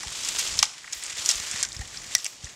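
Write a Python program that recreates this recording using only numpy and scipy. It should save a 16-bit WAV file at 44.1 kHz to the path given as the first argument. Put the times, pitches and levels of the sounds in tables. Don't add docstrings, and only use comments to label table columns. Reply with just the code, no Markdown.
import sys
import numpy as np
from scipy import signal
from scipy.io import wavfile
from scipy.ndimage import uniform_filter1d

SR = 44100
rng = np.random.default_rng(int(sys.argv[2]) if len(sys.argv) > 2 else 0)


def generate_wav(signal):
    frames = np.transpose(np.atleast_2d(signal))
    scaled = np.clip(frames, -1, 1) * 32767
    pcm = np.round(scaled).astype(np.int16)
    wavfile.write(sys.argv[1], SR, pcm)


def how_loud(loudness_db):
    steps = np.asarray(loudness_db, float) / 20
    return 10 ** steps


N = 112455
LAG_S = .0008


def evened(x):
    return x / np.sqrt(np.mean(x ** 2) + 1e-20)


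def add(mix, s, sound):
    part = mix[max(round(s * SR), 0):][:len(sound)]
    part += sound[:len(part)]


def coloured(x, points):
    hz, db = np.transpose(points)
    bins_hz = np.fft.rfftfreq(2048, 1 / SR)
    half = np.interp(np.log(bins_hz + 1), np.log(hz + 1), db) * np.log(10) / 20
    log_gain = np.concatenate([half, half[-2:0:-1]])
    response = np.fft.ifft(np.exp(np.conj(signal.hilbert(log_gain)))).real
    return signal.oaconvolve(x, response)[:len(x)]


def resonate(x, hz, width):
    turn = np.exp(2j * np.pi * hz * np.arange(len(x)) / SR)
    r = np.exp(-np.pi * width / SR)
    return 2 * (turn * signal.lfilter([1 - r], [1, -r], x / turn)).real


def band_pass(x, order, low_hz, high_hz):
    return signal.sosfilt(signal.butter(order, [low_hz, high_hz], "band", fs=SR, output="sos"), x)


def drift(smooth_s):
    size = max(int(smooth_s * SR), 1)
    once = uniform_filter1d(rng.standard_normal(N), size)
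    return evened(uniform_filter1d(once, size))


# (frequency [Hz], density [dB per Hz])
AIR = [(71, -39), (120, -2.5), (563, -5.5), (1180, -6), (1580, -22.5), (2280, -13), (6800, -2.5),
       (13700, -44), (16500, -65)]
# (time [s], level [dB])
WIND = [(0, -60), (.18, -59), (.4, -56.5), (.62, -52), (.75, -71.5), (1.1, -65), (1.3, -60.5), (1.75, -56),
        (2.1, -54.5), (2.28, -72.5), (2.45, -59), (2.55, -65)]
AIR_DB, WIND_HZ, WIND_LUMP_DB = -50, 137, 3.5


def air():
    rumble = band_pass(rng.standard_normal(N), 2, 28, WIND_HZ)
    level_db = np.interp(np.arange(N) / SR, *np.transpose(WIND))
    lumps_db = WIND_LUMP_DB * drift(0.0064)
    hush = evened(coloured(rng.standard_normal(N), AIR))
    return how_loud(AIR_DB + 0.37 * (level_db + 62)) * hush + how_loud(level_db + lumps_db) * evened(rumble)


def grains(per_s, spread_db):
    size = how_loud(spread_db * np.minimum(rng.exponential(1, N), 5)) * (rng.random(N) < per_s / SR)
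    kind, clicks, t = rng.integers(0, 16, N), np.zeros(N), np.arange(256) / SR
    for k, hz in enumerate(np.geomspace(900, 13000, 16)):
        puff = rng.standard_normal(len(t)) * np.exp(-t / 0.00067)
        shape = evened(puff) + 0.59 * evened(resonate(puff, hz, 300 + hz / 7.5))
        clicks += signal.oaconvolve(size * (kind == k), shape)[:N]
    return evened(clicks)


# (frequency [Hz], density [dB per Hz])
TWIG = [(180, -26), (300, -13.5), (649, -12), (834, -12.5), (2480, -4.5), (7380, 0), (14400, -32),
        (15700, -67), (16500, -84)]
# (time [s], scrape level [dB], woody rub [dB], fine bright ticks [dB])
SCRAPE = [(0, -41, -1.5, -12), (.22, -32.5, -17, 1), (.45, -31, -24, 6), (.6, -35, -22, -17),
          (.66, -37.5, -16, -15), (.76, -43.5, 0, -5), (.91, -45.5, 1, -5), (.95, -38, -2.5, 13),
          (1.15, -36.5, -0.5, -9), (1.28, -30.5, -26, 5.5), (1.4, -31, -4.5, 3), (1.62, -33, 0.5, -10),
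          (1.68, -48, 3.5, 4), (2.1, -41.5, -2.5, -2), (2.28, -42.5, -15, 13), (2.39, -50.5, -7, -2),
          (2.45, -41, -3, -12), (2.55, -50.5, 4, 10)]
# (time [s], swell [dB], half length [s])
BRUSHES = [(.008, 5.5, 0.0072), (0.158, 4, 0.0038), (0.48, 0, 0.011), (0.752, -1, 0.0031),
           (0.79, 4, 0.0074), (0.895, 4, .003), (1.106, 8, 0.0052), (1.187, 5, 0.017), (1.221, 5.5, 0.0084),
           (1.286, 1, 0.03), (1.596, 2.5, 0.016), (1.75, 9.5, 0.0055), (1.813, 8.5, .006),
           (1.944, 7, 0.019), (2.043, 4.5, 0.0033), (2.127, 6.5, 0.017)]
GRAINS_PER_S, GRAIN_SPREAD_DB, FIZZ_SHARE = 3500, 3.8, 0.5
RUB_HZ, RUB_WIDTH_HZ = 1945, 1050
FINE_PER_S, FINE_SPREAD_DB, FINE_HZ = 1700, 2.4, 7000
FLICKER_DB, FLICKER_S = 1.2, .008


def scrape():
    clicks = grains(GRAINS_PER_S, GRAIN_SPREAD_DB)
    brush = (1 - FIZZ_SHARE) * clicks + FIZZ_SHARE * rng.standard_normal(N)
    rub = resonate(resonate(grains(1500, 0.5), RUB_HZ, RUB_WIDTH_HZ), RUB_HZ, RUB_WIDTH_HZ)
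    fine = band_pass(grains(FINE_PER_S, FINE_SPREAD_DB), 1, FINE_HZ, 14000)
    t = np.arange(N) / SR
    s, *columns = np.transpose(SCRAPE)
    level_db, rub_db, fine_db = (np.interp(t, s, c) for c in columns)
    level_db = level_db + sum(db * np.exp(-((t - at) / half) ** 2) for at, db, half in BRUSHES)
    layers = evened(coloured(brush, TWIG))
    layers = layers + how_loud(rub_db - 8.5) * evened(rub) + how_loud(fine_db - 21.0) * evened(fine)
    return layers * how_loud(level_db + FLICKER_DB * drift(FLICKER_S))


PITCH_SHARE, PITCH_Q = .55, 1.8
THIN = .75
SPLINTER_DECAY_S, TAIL_S = 0.00056, 0.01


def crack(db, hz, length_ms, tail_db, share=PITCH_SHARE):
    t = np.arange(2048) / SR
    noise, patter, pick = rng.standard_normal((3, 2048))
    fade = np.exp(-np.maximum(t - length_ms / 1000, 0) / SPLINTER_DECAY_S)
    fibres = np.sign(noise) * (2.8 + .4 * abs(pick)) * fade
    fibres = np.where(t == 0, 3.0, fibres)
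    burst = signal.lfilter([1, -THIN], 1, coloured(fibres, TWIG))
    pitched = resonate(resonate(burst, hz, hz / PITCH_Q), hz, hz / PITCH_Q)
    core = (1 - share) * evened(burst) + share * evened(pitched)
    tail = evened(coloured(patter * how_loud(3.5 * pick), TWIG))
    tail = tail * np.exp(-t / TAIL_S) * np.minimum(t / 0.0029, 1)
    return how_loud(db) * (core / abs(core).max() + how_loud(tail_db) * 0.43 * tail)


# (time [s], peak [dB], pitch [Hz], break length [ms], splinter tail [dB])
SNAPS = [(0.0305, -24, 5600, 2.2, -3), (.2862, -10, 6760, 0.64, -8), (0.3851, -15.5, 5970, 1.5, 1.5),
         (0.3927, -12.5, 9600, 0.91, -4), (0.3992, -15, 5950, 0.93, -1.5), (.5895, -1, 5000, .15, -14),
         (.5912, -8, 3800, .4, -14), (.6268, 2, 6900, 1.2, -14), (.6274, -5, 3000, .6, -20),
         (.629, -5, 3600, 1.5, -15), (1.2897, 1, 6000, .3, -11), (2.15, 0, 6100, .7, -22),
         (2.1502, -11, 3900, .3, -25), (0.6372, -13, 6400, 0.4, -3), (0.925, -19.5, 6100, 2.4, -3),
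         (0.9302, -14.5, 5700, 1.5, -9), (1.259, -7.5, 5730, 1.2, -23), (1.2974, -10, 6950, .6, -5),
         (1.3034, -8.5, 4530, 0.92, -16), (1.3102, -9, 5870, 2.1, -2.5), (1.6277, -3, 6400, 0.3, -15),
         (1.6322, -6, 5200, .3, -22), (1.6494, -12.5, 6470, .4, -23), (2.1809, -17.5, 6260, 0.43, -7),
         (2.2443, -10, 8600, .1, -28), (2.2546, -15, 5500, .2, -24), (2.2633, -10, 6300, 0.15, -22)]
# (time [s], peak [dB], pitch [Hz])
TICKS = [(0.125, -18, 6900), (0.236, -22, 5500), (0.2479, -13.5, 6450), (0.572, -20, 6600),
         (1.064, -15.5, 7850), (1.101, -18, 5430), (1.178, -24, 5600), (1.218, -22, 7000),
         (1.253, -14, 6100), (1.355, -11.5, 6340), (1.3994, -15, 7200), (1.5123, -8, 7000),
         (1.605, -16, 5400), (1.6876, -22, 6550), (1.719, -19.5, 4000), (1.7282, -18, 7500),
         (1.7648, -19.5, 5440), (1.7915, -24.5, 7000), (1.875, -25, 7150), (1.9718, -17, 4420),
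         (2.0168, -28, 6500), (2.0662, -26, 5900), (2.0963, -31, 5740), (2.204, -27, 6500),
         (2.228, -23, 5000), (2.4433, -18.5, 5760), (2.464, -30, 6550), (0.5812, -17, 9300),
         (0.6533, -11, 3760), (0.9244, -22, 4950), (.969, -29, 7000), (.979, -33, 9900),
         (1.036, -14.5, 8400), (1.057, -19, 7000), (1.184, -18, 3500), (1.197, -17, 3970),
         (1.262, -29, 4600), (1.2962, -22, 3020), (1.558, -30, 8200), (1.98, -34, 4400),
         (2.1658, -15, 6000), (2.198, -21, 4000), (2.221, -26, 7500)]
TICK_DB, TICK_SHARE = -2, .9


def twigs():
    out = np.zeros(N)
    for s, *row in SNAPS:
        add(out, s + LAG_S, crack(*row))
    for s, db, hz in TICKS:
        add(out, s + LAG_S, crack(db + TICK_DB, hz, 0.25, -19, TICK_SHARE))
    return out


# (time [s], peak [dB], pitch [Hz], ring T60 [s])
KNOCKS = [(.6252, -17, 2700, .004), (.6288, -11, 1300, .006), (.6272, -16, 2400, .004),
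          (2.154, -28, 2000, .034), (.8426, -27, 2000, .0035), (.876, -27, 2150, .0035),
          (1.634, -34, 1600, .06), (2.2545, -20, 2800, .003), (.0365, -39, 900, .02),
          (.0305, -30, 1950, .005), (.033, -34, 1250, .007), (.8475, -35, 1400, .005),
          (.8785, -34, 1400, .005), (2.1505, -31, 2050, .012), (2.168, -38, 1900, .03),
          (1.555, -33, 1950, .02), (1.628, -24, 2100, .006), (.6282, -17, 880, .008),
          (1.815, -37, 1950, .015), (.614, -33, 2000, .006), (2.15, -30, 700, .006),
          (1.0994, -29, 2100, .006), (1.792, -36, 1900, .008), (1.812, -40, 830, .03),
          (2.263, -18, 2600, .003), (2.26, -35, 700, .006), (1.943, -38, 1600, .01),
          (2.467, -36, 1900, .01)]
SAG = .25


def knocks():
    out, t = np.zeros(N), np.arange(4096) / SR
    for s, db, hz, t60 in KNOCKS:
        turns = hz * (t - SAG * t60 * (t / t60 - 1 + np.exp(-t / t60)))
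        neighbour = np.sin(2 * np.pi * (1.05 * turns + rng.random()))
        pair = np.sin(2 * np.pi * turns) + .45 * neighbour
        ring = pair * (1 - np.exp(-t / (.15 * t60))) * how_loud(-60 * t / t60)
        add(out, s + LAG_S, how_loud(db) * ring / abs(ring).max())
    return out


# (time [s], peak [dB])
SPARKS = [(0.0318, -39), (0.1047, -40), (0.1241, -42), (0.1516, -42), (0.2862, -33), (0.3464, -40),
          (0.3745, -35), (0.3854, -29), (0.392, -21), (0.5731, -31), (0.6265, -21), (0.7402, -48),
          (0.8375, -44), (0.8664, -49), (0.9248, -29), (0.9314, -33), (0.9787, -38), (0.9854, -42),
          (1.0635, -41), (1.1692, -35), (1.1894, -38), (1.2481, -40), (1.2605, -32), (1.2895, -22),
          (1.3764, -34), (1.3997, -33), (1.4731, -34), (1.5115, -37), (1.6274, -34), (1.6322, -30),
          (1.6876, -41), (1.7054, -48), (1.7305, -48), (1.7444, -44), (1.7923, -47), (1.8552, -46),
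          (1.8756, -47), (1.9639, -48), (2.0173, -44), (2.0358, -41), (2.0602, -40), (2.1495, -16),
          (2.2443, -27), (2.2633, -36)]
SPARK_HZ, SPARK_S, SPARK_DB = 7500, .0004, 2


def sparks():
    out, t = np.zeros(N), np.arange(256) / SR
    for s, db in SPARKS:
        fibres = (1 + .5 * rng.standard_normal(256)) * rng.choice([-1, 1], 256)
        tick = band_pass(fibres * np.exp(-t / SPARK_S), 2, SPARK_HZ, 13000)
        add(out, s + LAG_S, how_loud(db + SPARK_DB) * tick / abs(tick).max())
    return out


NEAR_DB, NEAR_T60, FAR_DB, FAR_T60 = -6, 0.019, -14, 0.56


def trunks(x):
    t = np.arange(SR // 2) / SR
    taps = rng.choice([-1., 1.], (2, len(t))) * (rng.random((2, len(t))) < [[.06], [.1]]) * (t > .0015)
    near, far = taps[0] * how_loud(-60 * t / NEAR_T60), taps[1] * how_loud(-60 * t / FAR_T60)
    tail = how_loud(NEAR_DB) * near / np.linalg.norm(near) + how_loud(FAR_DB) * far / np.linalg.norm(far)
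    softened = signal.lfilter([.6, .4], 1, x)
    return signal.fftconvolve(softened, tail)[:N]


# (time [s], peak [dB], pitch [Hz])
THUMPS = [(0.062, -29.5, 67), (0.286, -40, 71.6), (0.552, -37, 100), (0.607, -37, 49.7), (0.959, -43, 60),
          (1.189, -37, 91.5), (1.349, -31.5, 53), (1.398, -33, 89), (1.54, -32, 114), (1.761, -28.5, 87.5),
          (1.7925, -20, 68), (1.964, -43.5, 69), (2.437, -26, 74)]


def boots():
    out = np.zeros(N)
    for s, db, hz in THUMPS:
        u = np.arange(int(4 * SR / hz)) * hz / SR
        noise = rng.standard_normal(N // 20)[:len(u)]
        crunch = evened(resonate(noise, 1.85 * hz, 0.31 * hz))
        push = np.sin(2 * np.pi * u ** 0.53 * 1.66)
        add(out, s, how_loud(db) * 2.05 * u * np.exp(-1.7 * u) * (0.19 * crunch + push))
    return out


WOOD_LOW_HZ, HISS_EDGE_HZ = 560, 15750


def scene():
    high = signal.butter(4, WOOD_LOW_HZ, "high", fs=SR, output="sos")
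    wood = signal.sosfilt(high, twigs() + knocks() + sparks())
    edge = signal.firwin(255, HISS_EDGE_HZ, window=("kaiser", 6), fs=SR)
    around = trunks(wood) + scrape() + boots() + air()
    return (wood + signal.oaconvolve(around, edge, "same"))[None]


def top_cut(x):
    return signal.sosfilt(signal.butter(12, 16970, fs=SR, output="sos"), x)


DUCK_AT_DB, DUCK_SHARE, RECOVER_DB_PER_S = -20.5, 0.3, 9
EDGE_HZ = 16800


def record(dry):
    power_db = 10 * np.log10(abs(uniform_filter1d(dry[0] ** 2, 300)) + 1e-12)
    fall = np.arange(N) * RECOVER_DB_PER_S / SR
    held_db = np.maximum.accumulate(power_db + fall) - fall
    over_db = np.maximum(held_db - DUCK_AT_DB, 0)
    late_db = signal.lfilter([.002], [1, -.998], over_db)
    clipped = np.clip(dry / how_loud(DUCK_SHARE * late_db), -.9, .9)
    edge = signal.firwin(255, EDGE_HZ, window=("kaiser", 8), fs=SR)[None]
    return top_cut(signal.oaconvolve(clipped, edge, "same"))


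dry = scene()
out = record(dry)
generate_wav(out)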